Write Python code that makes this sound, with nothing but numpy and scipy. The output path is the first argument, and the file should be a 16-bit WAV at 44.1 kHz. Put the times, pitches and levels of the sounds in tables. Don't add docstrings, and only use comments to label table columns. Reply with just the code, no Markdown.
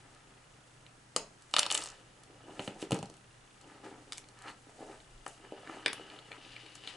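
import sys
import numpy as np
from scipy import signal
from scipy.fft import rfft, irfft
from scipy.io import wavfile
from scipy.ndimage import uniform_filter1d

SR = 44100
rng = np.random.default_rng(int(sys.argv[2]) if len(sys.argv) > 2 else 0)


def dump_mix(stems):
    frames = np.atleast_2d(stems).T
    limited = np.clip(frames, -1, 1)
    pcm = np.round(limited * 32767).astype(np.int16)
    wavfile.write(sys.argv[1], SR, pcm)


def invert_db(level):
    return 10 ** (np.asarray(level, dtype=float) / 20)


N = 307124

# (frequency [Hz], level [dB], T60 [s])
BOX_MODES = [(329, 4.5, 0.085), (390, 5.5, 0.09), (458.4, 3, 0.07), (539, -1, 0.066), (601, 2.5, 0.075),
             (706, 0, 0.048), (792, 3, 0.038), (870, -2, 0.023)]
# (frequency [Hz], level [dB], T60 [s])
KNOCK_MODES = [(850, 2, 0.009), (980, 1, 0.012), (1196, 1, 0.0096), (1390, 1, 0.0085), (1670, -4, 0.006),
               (2010, -5, 0.004)]
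# (frequency [Hz], level [dB], T60 [s])
SPARKLE_MODES = [(6000, 0.37, 0.0031), (6610, -1.2, 0.0063), (7290, 1.8, 0.0037), (7910, 0.5, 0.0062),
                 (8450, 0, 0.0041), (9330, -0.71, 0.0042), (10650, -0.66, 0.0025)]


def rms_one(x):
    return x / np.sqrt(np.mean(x ** 2) + 1e-20)


def in_time(rows):
    s, *columns = np.transpose(rows)
    return [np.interp(np.arange(N) / SR, s, column) for column in columns]


def at_hz(points, hz):
    point_hz, value = np.transpose(points)
    return np.interp(np.log(hz), np.log(point_hz), value)


def drift(rate):
    r = np.exp(-80 * np.pi * rate / SR)
    white = rng.standard_normal(N // 40 + 2002)
    slow = signal.lfilter([1], [1, -2 * r, r * r], white)[2000:]
    return np.interp(np.arange(N) / 40, np.arange(len(slow)), rms_one(slow))


def ring(force, hz, t60):
    r, w = invert_db(-60 / (t60 * SR)), 2 * np.pi * hz / SR
    return signal.lfilter([0, np.sin(w)], [1, -2 * r * np.cos(w), r * r], force + 1e-18)


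def band(x, low_hz, high_hz):
    return signal.sosfilt(signal.butter(2, [low_hz, high_hz], "band", fs=SR, output="sos"), x)


def within(x, modes):
    return band(x, modes[0][0] * .65, modes[-1][0] * 1.4)


def stereo_band(white, low_hz, high_hz, likeness):
    mid, side = band(white, low_hz, high_hz)
    alike = np.clip(at_hz(likeness, np.sqrt(low_hz * high_hz)), -1, 1)
    return np.sqrt(1 + alike) * mid + np.sqrt(1 - alike) * side * [[1], [-1]]


def air(patchy_db):
    # (frequency [Hz], level [dB per Hz])
    spectrum = [(12, -31), (20, -3), (39, -5.5), (59, -14.5), (124, -6.5), (184, -11.5), (320, -13),
                (375, -14.5), (896, -14), (1080, -17), (1300, -14.5), (2080, -19), (3020, -22.5),
                (3730, -23.5), (11000, -28.5), (14300, -59), (22000, -120)]
    # (frequency [Hz], coherence [1])
    likeness = [(60, 1), (170, 0.89), (490, 0.066), (1400, 0.028), (4000, 0.057), (11000, 0.73)]
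    out, together = 0, drift(1.5)
    edges = 18 * 2 ** np.arange(0, 9.6, .4)
    white = rng.standard_normal((2, 2, N + SR))
    for k, (low, high) in enumerate(zip(edges, edges[1:])):
        pair = stereo_band(white[k % 2], low, high, likeness)[:, SR:]
        out = out + invert_db(at_hz(spectrum, np.sqrt(low * high)) + patchy_db * together) * pair
    return invert_db(-61.5) * rms_one(out)


def hum():
    # (frequency [Hz], rms level [dB])
    motors = [
        (119.8, -69),
        (147, -78),
    ]
    out = 0
    for hz, level_db in motors:
        turns = np.arange(N) * hz / SR + 0.096 * drift(2.0)
        out = out + invert_db(level_db + 2.0 * drift(4.7)) * np.sqrt(2) * np.sin(2 * np.pi * turns)
    return out


def draught():
    # (time [s], level [dB])
    gust = [
        (4.9, -84),
        (4.96, -57),
        (5.04, -70),
        (5.15, -56),
        (5.22, -64),
        (5.28, -87),
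    ]
    level_db, = in_time(gust)
    turbulence = ring(rng.standard_normal(N), 33, .15)
    return invert_db(level_db) * rms_one(ring(turbulence, 38, .15))


def lens_motor():
    # (time [s], level [dB])
    ticking = [
        (0, -73.5),
        (.8, -75.5),
        (1.0, -97),
        (2, -76),
        (3.6, -72),
        (4.6, -79),
        (5.2, -71.5),
        (6.96, -73),
    ]
    level_db, = in_time(ticking)
    frame = np.arange(N) / SR * 30000 / 1001 - .15
    step = np.exp(-(frame % 1) * 5.4) * rng.standard_normal(N)
    odd = frame % 2 > 1
    shell = ring(step, 2830, 0.0057) + invert_db(-5 + 1.7 * odd) * ring(step, 3320, 0.0076)
    return invert_db(level_db) * rms_one(shell)


def workshop(x):
    # (frequency [Hz], T60 [s])
    reverberation = [(150, 0.45), (600, 0.33), (2500, 0.28), (6000, 0.25), (11000, 0.14)]
    # (frequency [Hz], coherence [1])
    likeness = [(150, 1), (600, 0.96), (2500, 0.68), (8000, 0.37)]
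    s = np.arange(SR // 2) / SR
    bench = 1 + 2.1 * np.exp(-s / 0.0088)
    onset = np.minimum(s / 0.0022, 1)
    echoes, edges = 0, 130 * 2 ** np.arange(0, 7, .8)
    for low, high in zip(edges, edges[1:]):
        pair = stereo_band(rng.standard_normal((2, len(s))), low, high, likeness)
        dying = invert_db(-60 * s / at_hz(reverberation, np.sqrt(low * high)))
        echoes = echoes + pair * dying * bench * onset
    waves = rfft(echoes)
    power = np.abs(waves) ** 2
    fine, broad = uniform_filter1d(power, size=30), uniform_filter1d(power, size=500)
    echoes = irfft(waves * np.sqrt(broad / (fine + 1e-12)))[:, :int(.45 * SR)]
    return signal.fftconvolve(x[None], echoes / np.sqrt(np.sum(echoes ** 2) / 2))[:, :N]


def placed(x):
    # (time [s], left minus right [dB])
    hands = [(0.0, 3.5), (0.54, -0.5), (1.28, 1), (1.41, 0), (2.27, 1), (2.69, 0), (3.82, 1.5), (4.21, 0),
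             (4.38, 1), (4.98, 0.5), (5.18, 7), (5.33, 1), (5.46, 1), (6.07, 1.5), (6.96, 5)]
    pan_db, = in_time(hands)
    return x * invert_db(pan_db * np.array([[.5], [-.5]]))


def pressure():
    # (time of most pressure [s], swell [s], fade [s], level [dB], skin rasp [dB])
    lid = [(0.01, .1, 1, -64.5, 6), (1.046, 0.58, .15, -68, -64), (1.4, 0.54, 0.42, -72, -11),
           (1.62, 0.09, 0.28, -57, 14.5), (2.336, 0.33, 0.35, -81, -2), (2.61, 0.54, 0.34, -51, -1.5),
           (2.85, 0.38, 0.12, -52, 2.5), (2.96, 0.041, 0.049, -36.5, -2), (3.702, 0.16, 0.51, -57, 6),
           (3.845, 0.028, 0.24, -47, 1), (4.1, 0.11, 0.42, -60.5, -4), (4.38, 0.17, 0.092, -67, 11),
           (4.49, 0.11, 0.063, -49, 7), (4.696, 0.077, 0.027, -54.5, -2), (4.825, 0.084, 0.044, -48, 0),
           (4.91, 0.08, 0.1, -49.5, 2.5), (5.448, 0.074, 0.084, -55, 4), (5.56, 0.11, 0.39, -61, 8),
           (5.71, 0.11, 0.26, -46, 5), (6.008, 0.025, 0.019, -52, -3), (6.15, 0.76, 0.15, -56, 7),
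           (6.36, 0.27, 0.048, -58, 10), (6.67, 1, 0.19, -58.5, 3), (6.91, 0.22, 0.28, -55, 5.5)]
    # (time of most pressure [s], swell [s], fade [s], level [dB])
    scoring = [
        (1.73, 0.07, 0.28, -46),
    ]
    teasing = [
        (5.55, 0.37, 0.55, -74),
        (5.98, 0.91, 0.7, -61),
        (6.45, 0.12, 0.67, -55),
        (6.672, 0.29, 0.18, -56),
        (6.885, 0.11, 0.13, -46),
    ]
    scrapes = [
        (1.51, 0.33, 0.18, -68.5),
        (2.61, .04, .1, -64),
        (2.665, 0.16, 0.081, -55.5),
        (2.82, 0.034, 0.027, -46.5),
        (4.18, 0.18, 0.057, -62),
        (4.5, 0.065, 0.066, -65),
        (4.87, 0.52, 0.39, -65.5),
        (5.28, 0.041, 0.16, -60.5),
        (6.752, 0.0085, 0.038, -56),
    ]
    panel = [
        (2.3, 0.12, 0.12, -69.5),
        (4.696, 0.026, 0.034, -55),
        (4.825, 0.065, 0.052, -46),
        (4.9, 0.089, .08, -50.5),
        (5.58, 0.066, 0.086, -55),
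        (5.72, 0.043, 0.11, -67),
        (6.14, 0.092, 0.11, -55.5),
    ]
    peeling = [
        (3.843, .012, .09, -55),
        (4.483, 0.006, 0.02, -38),
        (4.47, 0.1, 0.05, -51.5),
    ]
    sliding = [
        (2.5, 0.24, .4, -67),
        (5.55, 0.25, 0.59, -66),
        (5.95, 0.46, .6, -58),
        (6.5, 0.32, .6, -63.5),
    ]
    strokes = [(lid, (-2.5, -10.5, -17.5, -22, -16, -50)), (scoring, (-11, -4.5, -4, -8, -7.5, -40)),
               (teasing, (-30, -16.5, -2, -15.5, -35, -25)), (scrapes, (-37, -39, -5, 0, -42, -38)),
               (panel, (-17, -22, -30, -35, -1.5, -40)), (peeling, (-20, 1.5, -15, -24, -25, -40)),
               (sliding, (-40, -40, -40, -40, -40, 0))]
    resting_db = (-74, -73.5, -78.5, -74.5, -87, -84)
    stroke_range_db = 20
    s = np.arange(0, N + 64, 64) / SR
    power = invert_db(resting_db)[:, None] ** 2 + 0 * s
    for rows, mix_db in strokes:
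        for top_s, swell_s, fade_s, level_db, *rasp_db in rows:
            away = np.where(s < top_s, (top_s - s) / swell_s, (s - top_s) / fade_s)
            share_db = np.add(mix_db, sum(rasp_db) * np.array([0, 1, 1, 1, 0, 0]))
            power = power + invert_db(share_db[:, None] + level_db - stroke_range_db * away) ** 2
    return in_time(np.transpose([s, *(10 * np.log10(power))]))


def rubbing(per_s, grain_db, damping):
    # (frequency [Hz], level [dB], T60 [s])
    jacket = [(1002, 0, 0.01), (1353, 0, 0.022), (1640, -2, 0.012), (1900, -5, .01), (2060, -5.5, 0.0089)]
    wires = [(2964, 6.6, 0.012), (3500, 12, 0.0035), (4440, 3, 0.0057)]
    panel = [(448, 0.5, 0.049), (548, -5, 0.056), (615, 1, 0.082), (690, -4.5, 0.042)]
    sheath = [(1700, -10, 0.03), (2930, -0.5, 0.03)]
    out = 0
    for modes, level_db in zip([BOX_MODES, jacket, wires, SPARKLE_MODES, panel, sheath], pressure()):
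        sizes = invert_db(grain_db * np.minimum(rng.exponential(1, N), 5)) * rng.choice([-1, 1], N)
        slips_per_s = per_s * modes[0][0] * invert_db(3 * drift(25))
        slips = sizes * (rng.random(N) < slips_per_s / SR)
        body = sum(invert_db(db) * ring(slips, hz, t60 * damping) for hz, db, t60 in modes)
        out = out + invert_db(level_db) * rms_one(within(body, modes))
    return out


def thuds():
    # (time [s], peak level [dB])
    landings = [
        (2.594, -32.5),
        (2.678, -30.5),
        (2.824, -45),
        (2.904, -37),
        (2.919, -22),
        (2.926, -17.5),
        (2.947, -34),
        (3.03, -32),
    ]
    # (frequency [Hz], level [dB], T60 [s])
    deep = [(121, -17, 0.042), (157, -1, 0.088), (199, 4, 0.071), (245, -0.5, 0.057)]
    s, peak_db = np.transpose(landings)
    pushes = np.zeros(N)
    pushes[(s * SR).astype(int)] = -invert_db(peak_db - 11.5)
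    return within(sum(invert_db(db) * ring(pushes, hz, t60) for hz, db, t60 in deep), deep)


def contacts(rows, low_modes, knock_modes, snap_modes, sparkle_modes=SPARKLE_MODES):
    chatter_ms, echo_ms, echo_db, snap_db = 2.75, 1.7, -10, 21
    low_away_db, high_away_db = -12, -15
    tip_hz = 5800
    room_blur = .4
    s, peak_db, low_db, knock_db, sparkle_db, spot_hz, low_spot_hz = np.transpose(rows)
    ms = np.arange(3300) * 1000 / SR
    chance = rng.standard_normal((len(rows), 3400))
    force = chance[:, :len(ms)] * np.exp(-np.log(30) * ms / chatter_ms)
    force[:, 0] = invert_db(snap_db)
    lag = int(echo_ms * SR / 1000)
    force[:, lag:] += invert_db(echo_db) * force[:, :-lag]
    snap_alone = force * (ms == 0)
    layers = [(low_modes, low_db, low_spot_hz, low_away_db),
              (knock_modes, knock_db, spot_hz, 0),
              (snap_modes, 0, spot_hz, high_away_db),
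              (sparkle_modes, sparkle_db, spot_hz, high_away_db * (spot_hz > tip_hz))]
    sounds, drawn = 0, len(ms)
    for modes, share_db, place_hz, loss_db in layers:
        low = modes is low_modes
        body = 0
        for hz, level_db, t60 in modes:
            drawn += 1
            away_db = loss_db * np.abs(np.log2(hz / place_hz))
            strength = invert_db(level_db + away_db + 1.5 * chance[:, drawn])
            sign = -1 if low else (-1) ** drawn
            direct = ring(force, hz, t60)
            averaged = ring(snap_alone, hz, t60 * (1 if low else room_blur))
            body = body + sign * strength[:, None] * np.stack([direct, averaged])
        body = within(body, modes)
        energy = np.sqrt(np.sum(body ** 2, axis=2, keepdims=True))
        peak = np.abs(body[0]).max(axis=1, keepdims=True)
        body = body * energy[0] / energy / peak
        sounds = sounds + invert_db(peak_db + share_db)[:, None] * body
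    out = np.zeros((2, N + len(ms)))
    for k, start in enumerate((s * SR).astype(int)):
        out[:, start:start + len(ms)] += sounds[:, k]
    return out[:, :N]


def coloured(s, peak_db, thump_db, knock_db, sparkle_db, spot_hz, low_spot_hz):
    return np.transpose(np.broadcast_arrays(s, peak_db, thump_db, knock_db, sparkle_db, spot_hz, low_spot_hz))


def box_contacts():
    # (time [s], peak [dB], thump [dB], sparkle [dB], lid spot [Hz])
    set_down = [
        (2.594, -28.5, 1, -15, 600),
        (2.602, -43, 3, -8, 600),
        (2.6767, -29, 0, -13, 600),
        (2.826, -34, 7, -6, 353),
        (2.9084, -34.5, 9.5, 4.5, 790),
        (2.9192, -23.5, 3.5, -3, 450),
        (2.928, -31.5, 3.5, -7, 450),
        (2.9439, -39.5, 5, 9.5, 560),
        (2.9668, -41, 0, -2, 404),
        (3.0278, -38.5, 7.5, 3, 770),
    ]
    # (time [s], peak [dB])
    bright_ticks = [(0.148, -56.5), (1.422, -54), (1.512, -52.5), (1.533, -50), (2.2349, -51.5),
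                    (2.548, -61), (2.989, -43.5), (3.057, -49), (3.099, -49.5), (3.14, -53.5), (3.168, -56),
                    (3.6127, -52.5), (4.287, -51), (4.389, -53), (4.4212, -49), (6.754, -44)]
    # (time [s], peak [dB], struck spot [Hz])
    dull_ticks = [(0.864, -44.5, 2630), (4.1678, -46, 2540), (4.2408, -47, 2860), (4.465, -48, 4400),
                  (4.477, -44, 4400), (4.487, -43, 4400), (4.5, -44, 4400), (4.512, -48, 4400),
                  (5.002, -46, 3050), (6.0069, -56, 2900), (6.0997, -40, 2930), (6.163, -44.5, 3100),
                  (6.1883, -38, 3380), (6.317, -33, 2250), (6.328, -39, 2260), (6.564, -35.5, 2280),
                  (6.6632, -42, 2890), (6.837, -39, 3100), (6.852, -58, 3080), (6.874, -27, 3400),
                  (6.888, -42, 3870)]
    # (time [s], thump peak [dB], knock
    # re thump [dB], lid spot [Hz])
    fingertips = [(2.3, -51, -27, 290), (2.496, -39, -22, 370), (4.2, -51, -28, 270), (3.1, -43, -18, 390),
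                  (5.5222, -30, -26, 550), (5.695, -36, 3, 320), (3.87, -41, -10, 470),
                  (5.4, -51, -11, 350), (5.2, -59, -14, 530), (5.997, -37, -19, 380), (5.264, -33, 1, 910),
                  (4.9, -45, -15, 330)]
    # (time [s], peak [dB], thump [dB], sparkle [dB], struck spot [Hz])
    offcuts = [
        (4.122, -26.5, -27, -4.5, 3700),
        (4.131, -32.5, -26, -1, 5260),
        (4.1804, -35.5, -25, 4.5, 3220),
        (5.2635, -36, -14, -3, 2900),
        (5.2793, -49.5, -23, 15.5, 2160),
        (5.6734, -40, -5, -19, 2400),
        (5.9301, -29.5, -11.5, -3, 2900),
        (4.1745, -44, -29, 6, 7400),
        (5.931, -43.5, -20, 14.5, 10700),
    ]
    # (time [s], peak [dB], thump [dB], knock [dB], sparkle [dB])
    piece_drops = [
        (5.8607, -12, -12, -9, -11.5),
        (5.8804, -22.5, -18, -7, -10),
    ]
    # (frequency [Hz], level [dB], T60 [s])
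    lid_snap = [(2100, -3.5, 0.0035), (2440, 1.5, 0.0028), (2795, 4.5, 0.0043), (3380, -0.5, 0.0034),
                (3800, -5.5, 0.0059), (4400, -2, 0.0044)]
    offcut_low = [(1080, 1, 0.0076), (1340, 3.5, 0.0069), (1580, 7, 0.0064), (2120, -2, 0.0028)]
    offcut_high = [(2220, 7, 0.011), (2920, -0.5, 0.011), (3660, 1.5, 0.0081), (4270, -0.5, 0.0087),
                   (4600, 3, 0.0098), (5240, 0.5, 0.0072)]
    wire_ends = [(2280, 1.5, 0.0071), (2900, 0.5, 0.0076), (3200, 3, 0.0066), (3550, 2.5, 0.0067),
                 (4000, 4, 0.0057), (4400, -3, .014)]
    piece = [(1990, 1, 0.0092), (2350, 4, 0.01), (2820, -1, 0.0077), (3600, 1.5, 0.0066),
             (4070, -1.5, .006), (4670, 4, 0.0063), (5240, -0.5, 0.0055)]
    piece_edge = [(6500, -2, 0.0035), (7850, -1, .004), (8850, 1, 0.0042), (9500, -2, .004),
                  (10600, -6, .003)]
    lid_middle_hz = 450
    s, db, thump, sparkle, place = np.transpose(set_down)
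    laid = coloured(s, db, thump, -7.5, sparkle, 2800, place)
    s, db = np.transpose(bright_ticks)
    bright = coloured(s, db, -33, -7, 6, 4100, lid_middle_hz)
    s, db, spot = np.transpose(dull_ticks)
    dull = coloured(s, db, -17.5, -15, -16.5, spot, lid_middle_hz)
    s, db, knock, place = np.transpose(fingertips)
    snap_db = -22
    taps = coloured(s, db + snap_db, -snap_db, knock - snap_db, -1, 2400, place)
    s, db, thump, sparkle, spot = np.transpose(offcuts)
    cuts = coloured(s, db, thump, 4.5 + 0.59 * thump, sparkle, spot, lid_middle_hz)
    drops = coloured(*np.transpose(piece_drops), 3200, 620)
    on_lid = contacts(np.vstack([laid, bright, taps]), BOX_MODES, KNOCK_MODES, lid_snap)
    falling = contacts(cuts, BOX_MODES, offcut_low, offcut_high)
    ticking = contacts(dull, BOX_MODES, offcut_low, wire_ends)
    bouncing = contacts(drops, BOX_MODES, offcut_low, piece, piece_edge)
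    return on_lid + falling + ticking + bouncing


def tool_contacts():
    # (time [s], peak [dB], knock re peak [dB], sparkle re peak [dB], struck spot [Hz])
    ratchet = [(1.5385, -13.5, -10.5, -10.5, 3600), (1.5646, -11, -12.5, -9, 3770),
               (1.584, -18, -5, -5, 3900), (1.5908, -16.5, -13, 1.5, 4500), (1.5928, -11.5, -36, 1.3, 4000),
               (1.627, -32, -23, -13, 3300), (1.630, -18, -16.5, -10, 3200), (1.654, -30, -6, -11, 3300),
               (1.6632, -22.5, -7, -6, 4260), (1.7023, -21.5, -25, -12, 3300), (1.7098, -26, -29, 2, 3800),
               (1.7135, -19, -10, -0.6, 3300), (1.7162, -30, -15, -10, 3000),
               (1.7239, -30.5, -14, 13.5, 4100), (1.745, -29.5, -19, 12, 8200), (1.7491, -20, -13, 4, 2870),
               (1.7525, -25, -14, -4, 3800), (1.7685, -36, -17, -4, 3000), (1.775, -24, -30, 0, 3930),
               (1.777, -28.5, -12, 8, 7200)]
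    # (time [s], peak [dB], sparkle re peak [dB], struck spot [Hz])
    blade_skips = [(1.791, -42, 7, 7200), (1.8058, -40, 4, 7000), (1.8153, -43, 9, 9200),
                   (1.8208, -30, -12, 3500), (1.826, -36, 0, 6000), (1.834, -43, 6, 9500),
                   (1.8379, -38, 11, 7000), (1.848, -41, 6, 8500), (1.858, -35, 0.5, 4600),
                   (1.8644, -47, 12.5, 7240), (1.8727, -39, 2, 6200), (1.887, -41, 3, 7500),
                   (1.9012, -43, 5.5, 6960), (1.918, -49, 3, 7000)]
    # (frequency [Hz], level [dB], T60 [s])
    handles = [(240, -7, 0.03), (330, -1, 0.03), (490, -4, 0.021), (598, 4, 0.055)]
    grip = [(220, -6, .03), (350, -3, .025), (480, 2, .02), (620, -1, .015), (890, 0, .05), (1000, -3, .07),
            (1090, -3, .03)]
    jaws = [(2160, -18, 0.0025), (3010, 2, 0.0076), (3280, 0, .007), (3660, 2, 0.0061), (3940, 0, 0.005),
            (4360, 1, 0.0074), (4840, -3, .006), (5200, -1.5, 0.0092), (5600, -3, 0.0047)]
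    blade = [(2240, 1, 0.008), (2270, 3, 0.0066), (3120, 3, 0.0077), (3600, -8.5, 0.0087),
             (4280, 2, 0.0074), (4680, 1.5, 0.01), (5080, 7.5, 0.0084), (5640, -1, 0.008)]
    blade_tip = [(6040, 3, .004), (6690, 1.5, 0.013), (7250, -1, 0.01), (7770, 1, 0.0089),
                 (8400, 0, 0.0073), (8900, 1.5, .007), (9600, 1.5, 0.0061), (10600, -1.5, .003)]
    handle_spot_hz = 560
    s, db, knock, sparkle, spot = np.transpose(ratchet)
    teeth = coloured(s, db, knock - 9, knock, sparkle, spot, handle_spot_hz)
    s, db, sparkle, spot = np.transpose(blade_skips)
    skips = coloured(s, db, -33, -9.5, sparkle, spot, handle_spot_hz)
    bite = coloured(1.1625, -16, -7.5, -10, 2, 4100, handle_spot_hz)
    turning = contacts(np.vstack([teeth, skips]), handles, KNOCK_MODES, jaws)
    return turning + contacts(bite[None], grip, KNOCK_MODES, blade, blade_tip)


def scene():
    hits = tool_contacts() + box_contacts() + thuds()
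    near, radiated = hits + rubbing(per_s=1.2, grain_db=3.6, damping=0.48)
    echoes = invert_db(-7.5) * workshop(radiated)
    return placed(near + echoes) + air(patchy_db=0.0) + hum() + draught() + lens_motor()


def low_pass(x):
    return signal.sosfilt(signal.butter(12, 12160, fs=SR, output="sos"), x)


def record(dry):
    cut = signal.sosfilt(signal.cheby2(16, 26, 11205, fs=SR, output="sos"), dry)
    return low_pass(cut)


dry = scene()
out = record(dry)
dump_mix(out)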